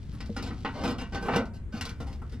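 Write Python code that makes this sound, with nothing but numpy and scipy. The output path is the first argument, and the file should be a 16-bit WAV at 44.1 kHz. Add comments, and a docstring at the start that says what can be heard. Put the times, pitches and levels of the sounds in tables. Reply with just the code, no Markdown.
"""A steel tool taps, knocks and scrapes in short strokes under a sheet-metal burner box, outdoors.
Every touch rings the same box: a knock is one hit, a scrape is many tiny slips on rust,
and a heavy bump adds a low thud. Dry leaves snap, and leaves and clothing rustle softly
over the low rumble of distant traffic."""
import sys
import numpy as np
from scipy import signal
from scipy.fft import rfft, irfft, next_fast_len
from scipy.io import wavfile

SR = 44100
rng = np.random.default_rng(int(sys.argv[2]) if len(sys.argv) > 2 else 0)


def unload_wav(signal):
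    """Save mono or channel-first audio to the path in sys.argv[1] as 16-bit WAV at rate SR, clipped to [-1, 1]."""
    wavfile.write(
        sys.argv[1],
        SR,
        np.round(np.clip(np.atleast_2d(signal).T, -1, 1) * 32767).astype(np.int16),
    )


N = 105840
T = np.arange(SR // 3) / SR  # the seconds within one short sound
HIT_S = 0.017  # a hit's loudness is set over this opening stretch


# Hits of the tool. A ring_share of 1 lets the box ring freely; less cuts the ring shorter.
# start_s, rise_s, ring_share, bass_db, low_mid_db, high_mid_db, treble_db, top_db
TOOL_HITS = [(0.204, 0.001, 0.8, -44.5, -55, -47.5, -48, -64),
             (.364, 0.00096, 0.84, -37.5, -43.5, -39.5, -45.5, -59),
             (.377, 0.0087, 1, -41.5, -57, -52, -51, -70),
             (.424, 0.0014, 0.97, -47, -46, -52.5, -44, -61.5),
             (0.502, 0.0031, 0.62, -40.5, -53, -45, -62, -95),
             (0.6482, 0.00021, 0.54, -35.5, -37, -32.5, -47, -76),
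             (0.835, 0.0008, 1, -36, -32.5, -41, -44.5, -58.5),
             (.983, 0.0013, 0.32, -38, -71, -54, -52, -69),
             (1.144, 0.0041, 0.53, -39, -37.5, -46.5, -44, -65.5),
             (1.224, 0.0012, 1, -43, -39.5, -55, -50.5, -65),
             (1.284, 0.00086, 0.79, -32, -28, -30.5, -51.5, -74),
             (1.335, 0.0014, 0.49, -36, -31.5, -35.5, -40.5, -87),
             (1.3606, 0.00034, 0.78, -31.5, -28.5, -41.5, -34, -51),
             (1.81, 0.00053, 0.77, -41, -50, -39.5, -37, -51.5),
             (2.002, 0.0021, 0.61, -38.5, -47, -55.5, -54, -70),
             (2.216, 0.0035, 0.52, -47.5, -54.5, -51, -76, -73.5)]

def knocks():
    """The tool hits the box and makes it ring; glancing hits take a moment to build up."""
    out = np.zeros((2, N))
    for start_s, rise_s, ring_share, *levels_db in TOOL_HITS:
        ring = box_ring(ring_share, sing_db=-12.5) * (1 - np.exp(-T / rise_s))
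        add(out, start_s, set_tone(ring, levels_db, HIT_S))
    return out


# Slides of the tool. sing_db is the strength of the note that sliding brings out most.
# start_s, length_s, swell_db, sing_db, bass_db, low_mid_db, high_mid_db, treble_db, top_db
TOOL_SLIDES = [(0.123, 0.027, 1, -16, -46.5, -67.5, -57.5, -89, -70.5),
               (0.432, 0.046, 11, 5, -44, -50, -54.5, -51.5, -67),
               (0.514, 0.084, -8, -13, -55, -62, -62.5, -73, -111),
               (0.655, 0.018, -5, -32, -51, -40.5, -38, -47, -95),
               (0.738, 0.091, 5.5, 3.5, -42.5, -40, -49.5, -51.5, -73),
               (0.841, 0.071, -1, -6, -31.5, -37.5, -41.5, -42, -60.5),
               (0.982, 0.039, 0, -2, -40.5, -49, -45.5, -47.5, -65.5),
               (1.122, 0.052, 6, -1, -40, -42.5, -41.5, -50, -71.5),
               (1.206, 0.078, 9.5, 11, -36, -45.5, -43.5, -56, -68),
               (1.297, 0.062, 11.5, -3, -30.5, -52, -34, -49, -67),
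               (1.381, 0.049, -16, -6, -39, -37, -45.5, -62.5, -73),
               (1.536, 0.032, -3, 8, -51.5, -60, -65.5, -60.5, -73.5),
               (1.723, 0.059, 2.5, 3, -47.5, -51, -48.5, -52, -70.5),
               (1.861, 0.071, -14, -1, -50, -57.5, -49, -59, -83),
               (2.001, 0.036, -9, -20, -53.5, -47.5, -51.5, -61.5, -72.5),
               (2.064, 0.086, -9, -9, -49.5, -53, -60, -62, -75),
               (2.315, 0.03, 5, -23, -43.5, -63.5, -59, -63, -74.5)]

def scrapes():
    """The sliding tool catches and slips on rust; each tiny slip rings the box."""
    out = np.zeros((2, N))
    for start_s, length_s, swell_db, sing_db, *levels_db in TOOL_SLIDES:
        stroke = (T < length_s) * amp(swell_db * np.minimum(T / length_s, 1))
        slips = tiny_clicks(len(T), per_second=900, spread_db=2) * stroke
        ring = box_ring(ring_share=0.8, sing_db=sing_db)  # the pressing tool shortens the ring
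        scrape = signal.fftconvolve(slips[None], ring, axes=1)[:, :len(T)]
        add(out, start_s, set_tone(scrape, levels_db, length_s + HIT_S))
    return out


# Heavy bumps: start_s, rise_s, thud_pitch_hz, thud_db, clunk_db
HEAVY_BUMPS = [(.295, 0.0016, 215, -23, -34), (1.3615, 0.001, 217, -15.5, -21),
               (1.738, 0.0031, 222, -22, -54), (2.003, 0.0028, 232, -25, -55)]
# Notes of the hollow inside the box: pitch_hz, strength_db, fade_s
HOLLOW_NOTES = [(350, 1, 0.062), (468.5, -1, 0.16), (551, -0.5, 0.052)]

def bumps():
    """A heavy bump jolts the whole box: a low thud and a hollow clunk."""
    out = np.zeros((2, N))
    clunk = sum(fading_note(*note) for note in HOLLOW_NOTES)
    for start_s, rise_s, pitch_hz, thud_db, clunk_db in HEAVY_BUMPS:
        jolt = fading_note(pitch_hz, thud_db, fade_s=0.099) + amp(clunk_db) * clunk
        add(out, start_s, place(jolt * (1 - np.exp(-T / rise_s))))
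    return out


# The box's clear notes; the two shortest are its hollow thump: pitch_hz, strength_db, fade_s
BOX_NOTES = [(220.4, 0.5, 0.15), (231, 8, 0.036), (265.4, -4, 0.38), (469, 1, 0.26), (503.6, 5.5, 0.057),
             (563.3, -15, 0.28), (685.5, -10, 0.48), (793.3, 5.5, 0.13), (929, -7, 0.45),
             (1035, -6.5, 0.27), (1273, -9.5, 0.23), (1508, -9, 0.4), (1749, -10.5, 0.2),
             (1924, -7.5, 0.26), (2320, -15, 0.41), (2816, -8.5, 0.21), (5000, -8.5, 0.1)]

def box_ring(ring_share, sing_db):
    """One hit on a new spot of the box: a metal clang and clear notes, equally loud."""
    clang = sheet_clang(ring_share)
    singing_note = (1532, sing_db, 0.28)  # the wall's note that sliding brings out most
    notes = np.zeros(len(T))
    for pitch_hz, strength_db, fade_s in BOX_NOTES + [singing_note]:
        sign, scatter_db = rng.choice([-1, 1]), rng.normal(0, 2)
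        notes += sign * fading_note(pitch_hz, strength_db + scatter_db, fade_s * ring_share)
    return place(clang + unit(notes))


# Tone of the clang: pitch_hz, strength_db
CLANG_TONE = [(60, -17), (140, -24.5), (220, 6), (350, -2), (500, -2), (1400, -1.5), (1640, -15),
              (1950, -7.5), (3800, -14.5), (5200, -16), (7000, -23), (12500, -32), (15500, -51)]
# How long the clang rings freely: pitch_hz, fade_s
CLANG_FADE = [(200, 0.48), (1000, 0.37), (2500, 0.26), (5000, 0.2), (11000, 0.12)]
# How much the clang varies from spot to spot: pitch_hz, spread_db
CLANG_SPREAD = [(200, 2.5), (1500, 3.5), (5000, 4.5)]

def sheet_clang(ring_share):
    """Sheet metal rings with so many notes that they blur into noise; high ones die first."""
    pitches_hz = np.arange(0, SR / 2, 110.7)
    spot_db = along(CLANG_SPREAD, pitches_hz) * rng.standard_normal(4096).clip(-2, 2)[:len(pitches_hz)]
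    noise = filtered(rng.standard_normal((2, len(T))), lambda hz: amp(np.interp(hz, pitches_hz, spot_db)))
    hz, time_s, bands = signal.stft(noise, SR, nperseg=256)  # split by pitch to fade each band
    fade_s = ring_share * along(CLANG_FADE, hz)[:, None]
    clang = signal.istft(bands * amp(-60 * time_s / fade_s), SR, nperseg=256)[1][:, :len(T)]
    first_crack = 1 + amp(-21) * np.exp(-T / 0.0058)
    return unit(coloured(stereo(clang, LIKENESS) * first_crack, CLANG_TONE))


# Borders of the five bands, from bass to top: pitch_hz
BAND_BORDERS = [150, 400, 1000, 2500, 7000, 15000]
# Middles of those bands: pitch_hz
BAND_MIDDLES = [240, 640, 1500, 4200, 9000]

def set_tone(sound, levels_db, span_s):
    """Set five band levels over the first span_s: hard hits are bright, padded ones dull."""
    opening = sound.mean(0)[:int(span_s * SR)]
    power = abs(rfft(opening, SR)) ** 2 * 2 / (span_s * SR * SR)
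    band_power = np.array([power[low:high].sum() for low, high in zip(BAND_BORDERS, BAND_BORDERS[1:])])
    boost_db = levels_db - 10 * np.log10(band_power + 1e-20)
    return coloured(sound, list(zip(BAND_MIDDLES, boost_db)))


# Single leaves breaking: start_s, level_db
LEAF_SNAPS = [(0.152, -65), (0.2598, -53), (1.455, -54.5), (1.723, -63), (1.776, -62), (1.853, -37.5),
              (1.8927, -43.5), (2.069, -61), (2.129, -53), (2.2955, -59.5), (2.3226, -57)]
# Tone of a snap: pitch_hz, strength_db
SNAP_TONE = [(400, 1), (1500, -5), (5000, 3.5), (7000, -7.5), (12500, -16.5), (15500, -36)]

def snaps():
    """A dry leaf breaks with a crisp tick and a short crumbling tail."""
    out = np.zeros((2, N))
    tick = 1 + amp(-4.5) * np.exp(-T / 0.0011)
    tail = amp(-60 * T / 0.13)
    for start_s, level_db in LEAF_SNAPS:
        noise = stereo(rng.standard_normal((2, len(T))), LIKENESS)
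        crunch = unit(place(coloured(noise, SNAP_TONE)))
        add(out, start_s, amp(level_db) * tick * tail * crunch)
    return out


# How the rustle rises and falls: time_s, level_db
RUSTLE_LEVELS = [(0, -50), (.3, -48), (.7, -44), (1.3, -56), (1.52, -81), (1.68, -78), (1.8, -51),
                 (2.15, -58), (2.26, -57), (2.4, -56)]
# Tone of the rustle: pitch_hz, strength_db
RUSTLE_TONE = [(200, 31), (1000, -8.5), (3000, 4.5), (5000, 3.5), (7000, -6), (12500, -18.5), (15500, -65)]

def rustle():
    """Dry leaves and cloth crackle faintly as the person shifts."""
    crackle = np.array([tiny_clicks(N, per_second=1400, spread_db=27) for _ in range(2)])
    hiss = 1.23 * rng.standard_normal((2, N))
    leaves = coloured(stereo(unit(crackle) + hiss, LIKENESS), RUSTLE_TONE)
    level_db = np.interp(np.arange(N) / SR, *np.transpose(RUSTLE_LEVELS))
    return unit(place(leaves)) * amp(level_db)


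# Tone of the outdoor rumble and hiss: pitch_hz, strength_db
RUMBLE_TONE = [(15, -7), (30, -4.5), (55, 5.5), (100, 0), (150, -7), (250, -16), (400, -25.5), (700, -36.5),
               (2000, -38.5), (5000, -57.5), (8000, -54), (13000, -68), (15500, -83)]
# How alike the rumble is on the left and right: pitch_hz, likeness (1 is the same)
RUMBLE_LIKENESS = [(25, 0.72), (80, 1), (500, 0.87), (3000, 0.13), (10000, 0.36)]
# Far-off engines: pitch_hz, loudest_at_s, half_length_s, level_db
ENGINE_HUMS = [(75.15, 2.09, 0.15, -39.5), (101.05, 0.41, 0.23, -42.5)]

def distant_traffic():
    """Far-off traffic makes a low rumble with faint hiss; engine hums swell and fade."""
    time_s = np.arange(N) / SR
    noise = coloured(rng.standard_normal((2, N)), RUMBLE_TONE)
    out = amp(-39) * unit(stereo(noise, RUMBLE_LIKENESS))
    for pitch_hz, loudest_at_s, half_length_s, level_db in ENGINE_HUMS:
        wander = np.cumsum(rng.standard_normal(N)) / np.sqrt(SR)
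        hum = np.sqrt(2) * np.sin(2 * np.pi * pitch_hz * time_s + 3 * wander)
        swell = np.exp(-((time_s - loudest_at_s) / half_length_s) ** 2 / 2)
        out += amp(level_db) * swell * hum
    return out * amp([[0.75], [-0.75]])  # a little louder on the left


# How alike nearby sounds are on the left and right: pitch_hz, likeness (1 is the same)
LIKENESS = [(100, 1), (1000, 0.84), (5000, 0.82), (12000, 0.077)]

def stereo(pair, likeness):
    """Blend two unrelated sounds into a left and right that are partly alike."""
    angle = lambda hz: np.arccos(np.clip(along(likeness, hz), -1, 1)) / 2
    middle, side = filtered(pair, lambda hz: np.array([np.cos(angle(hz)), np.sin(angle(hz))]))
    return np.array([middle + side, middle - side])


# Balance of nearby sounds: pitch_hz, left_minus_right_db
BALANCE = [(200, 1.5), (700, -1.5), (3000, 1.8), (5500, 1.1), (12000, -2)]

def place(sound, left_delay_s=4.2e-5):
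    """The work is a little to the right, so its sound reaches the left side later."""
    sides = np.array([[.5], [-.5]])
    delay = lambda hz: np.exp(-2j * np.pi * hz * sides * left_delay_s)
    return filtered(sound, lambda hz: amp(sides * along(BALANCE, hz)) * delay(hz))


def fading_note(pitch_hz, level_db, fade_s):
    """A pure note that drops by 60 dB in fade_s."""
    return amp(level_db - 60 * T / fade_s) * np.sin(2 * np.pi * pitch_hz * T)


def tiny_clicks(n, per_second, spread_db):
    """Clicks of uneven size at random moments."""
    clicks = (rng.random(n) < per_second / SR) * rng.choice([-1, 1], n)
    return clicks * amp(spread_db * rng.standard_normal(n).clip(-2, 2))


def amp(db):
    """Turn decibels into a multiplier."""
    return 10 ** (np.asarray(db) / 20)


def unit(sound):
    """Scale a sound to an average power of 1."""
    return sound / np.sqrt(np.mean(sound ** 2) + 1e-20)


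def along(points, hz):
    """Read between the rows of a (pitch_hz, value) table."""
    pitches_hz, values = np.transpose(points)
    return np.interp(np.log(hz + 1), np.log(pitches_hz + 1), values)


def filtered(sound, response):
    """Multiply each pitch in a sound by response(hz)."""
    n = sound.shape[-1]
    padded = 2 * next_fast_len(n // 2 + SR // 20)
    return irfft(rfft(sound, padded) * response(np.fft.rfftfreq(padded, 1 / SR)), padded)[..., :n]


def coloured(sound, tone):
    """Shape a sound with a (pitch_hz, strength_db) table."""
    def response(hz):
        log_echo = irfft(np.log(amp(along(tone, hz))))
        half = len(log_echo) // 2
        log_echo[1:half] *= 2
        log_echo[half + 1:] = 0  # nothing may ring before its hit
        return np.exp(rfft(log_echo))
    return filtered(sound, response)


def add(out, start_s, sound):
    """Mix a sound in at start_s."""
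    part = out[:, round(start_s * SR):][:, :sound.shape[1]]
    part += sound[:, :part.shape[1]]


def scene():
    """The tool on the box, with leaves and traffic behind it."""
    return knocks() + scrapes() + bumps() + rustle() + snaps() + distant_traffic()


def record(dry):
    """Cut off the very highest treble."""
    return filtered(dry, lambda hz: hz < 15700)


dry = scene()
out = record(dry)
unload_wav(out)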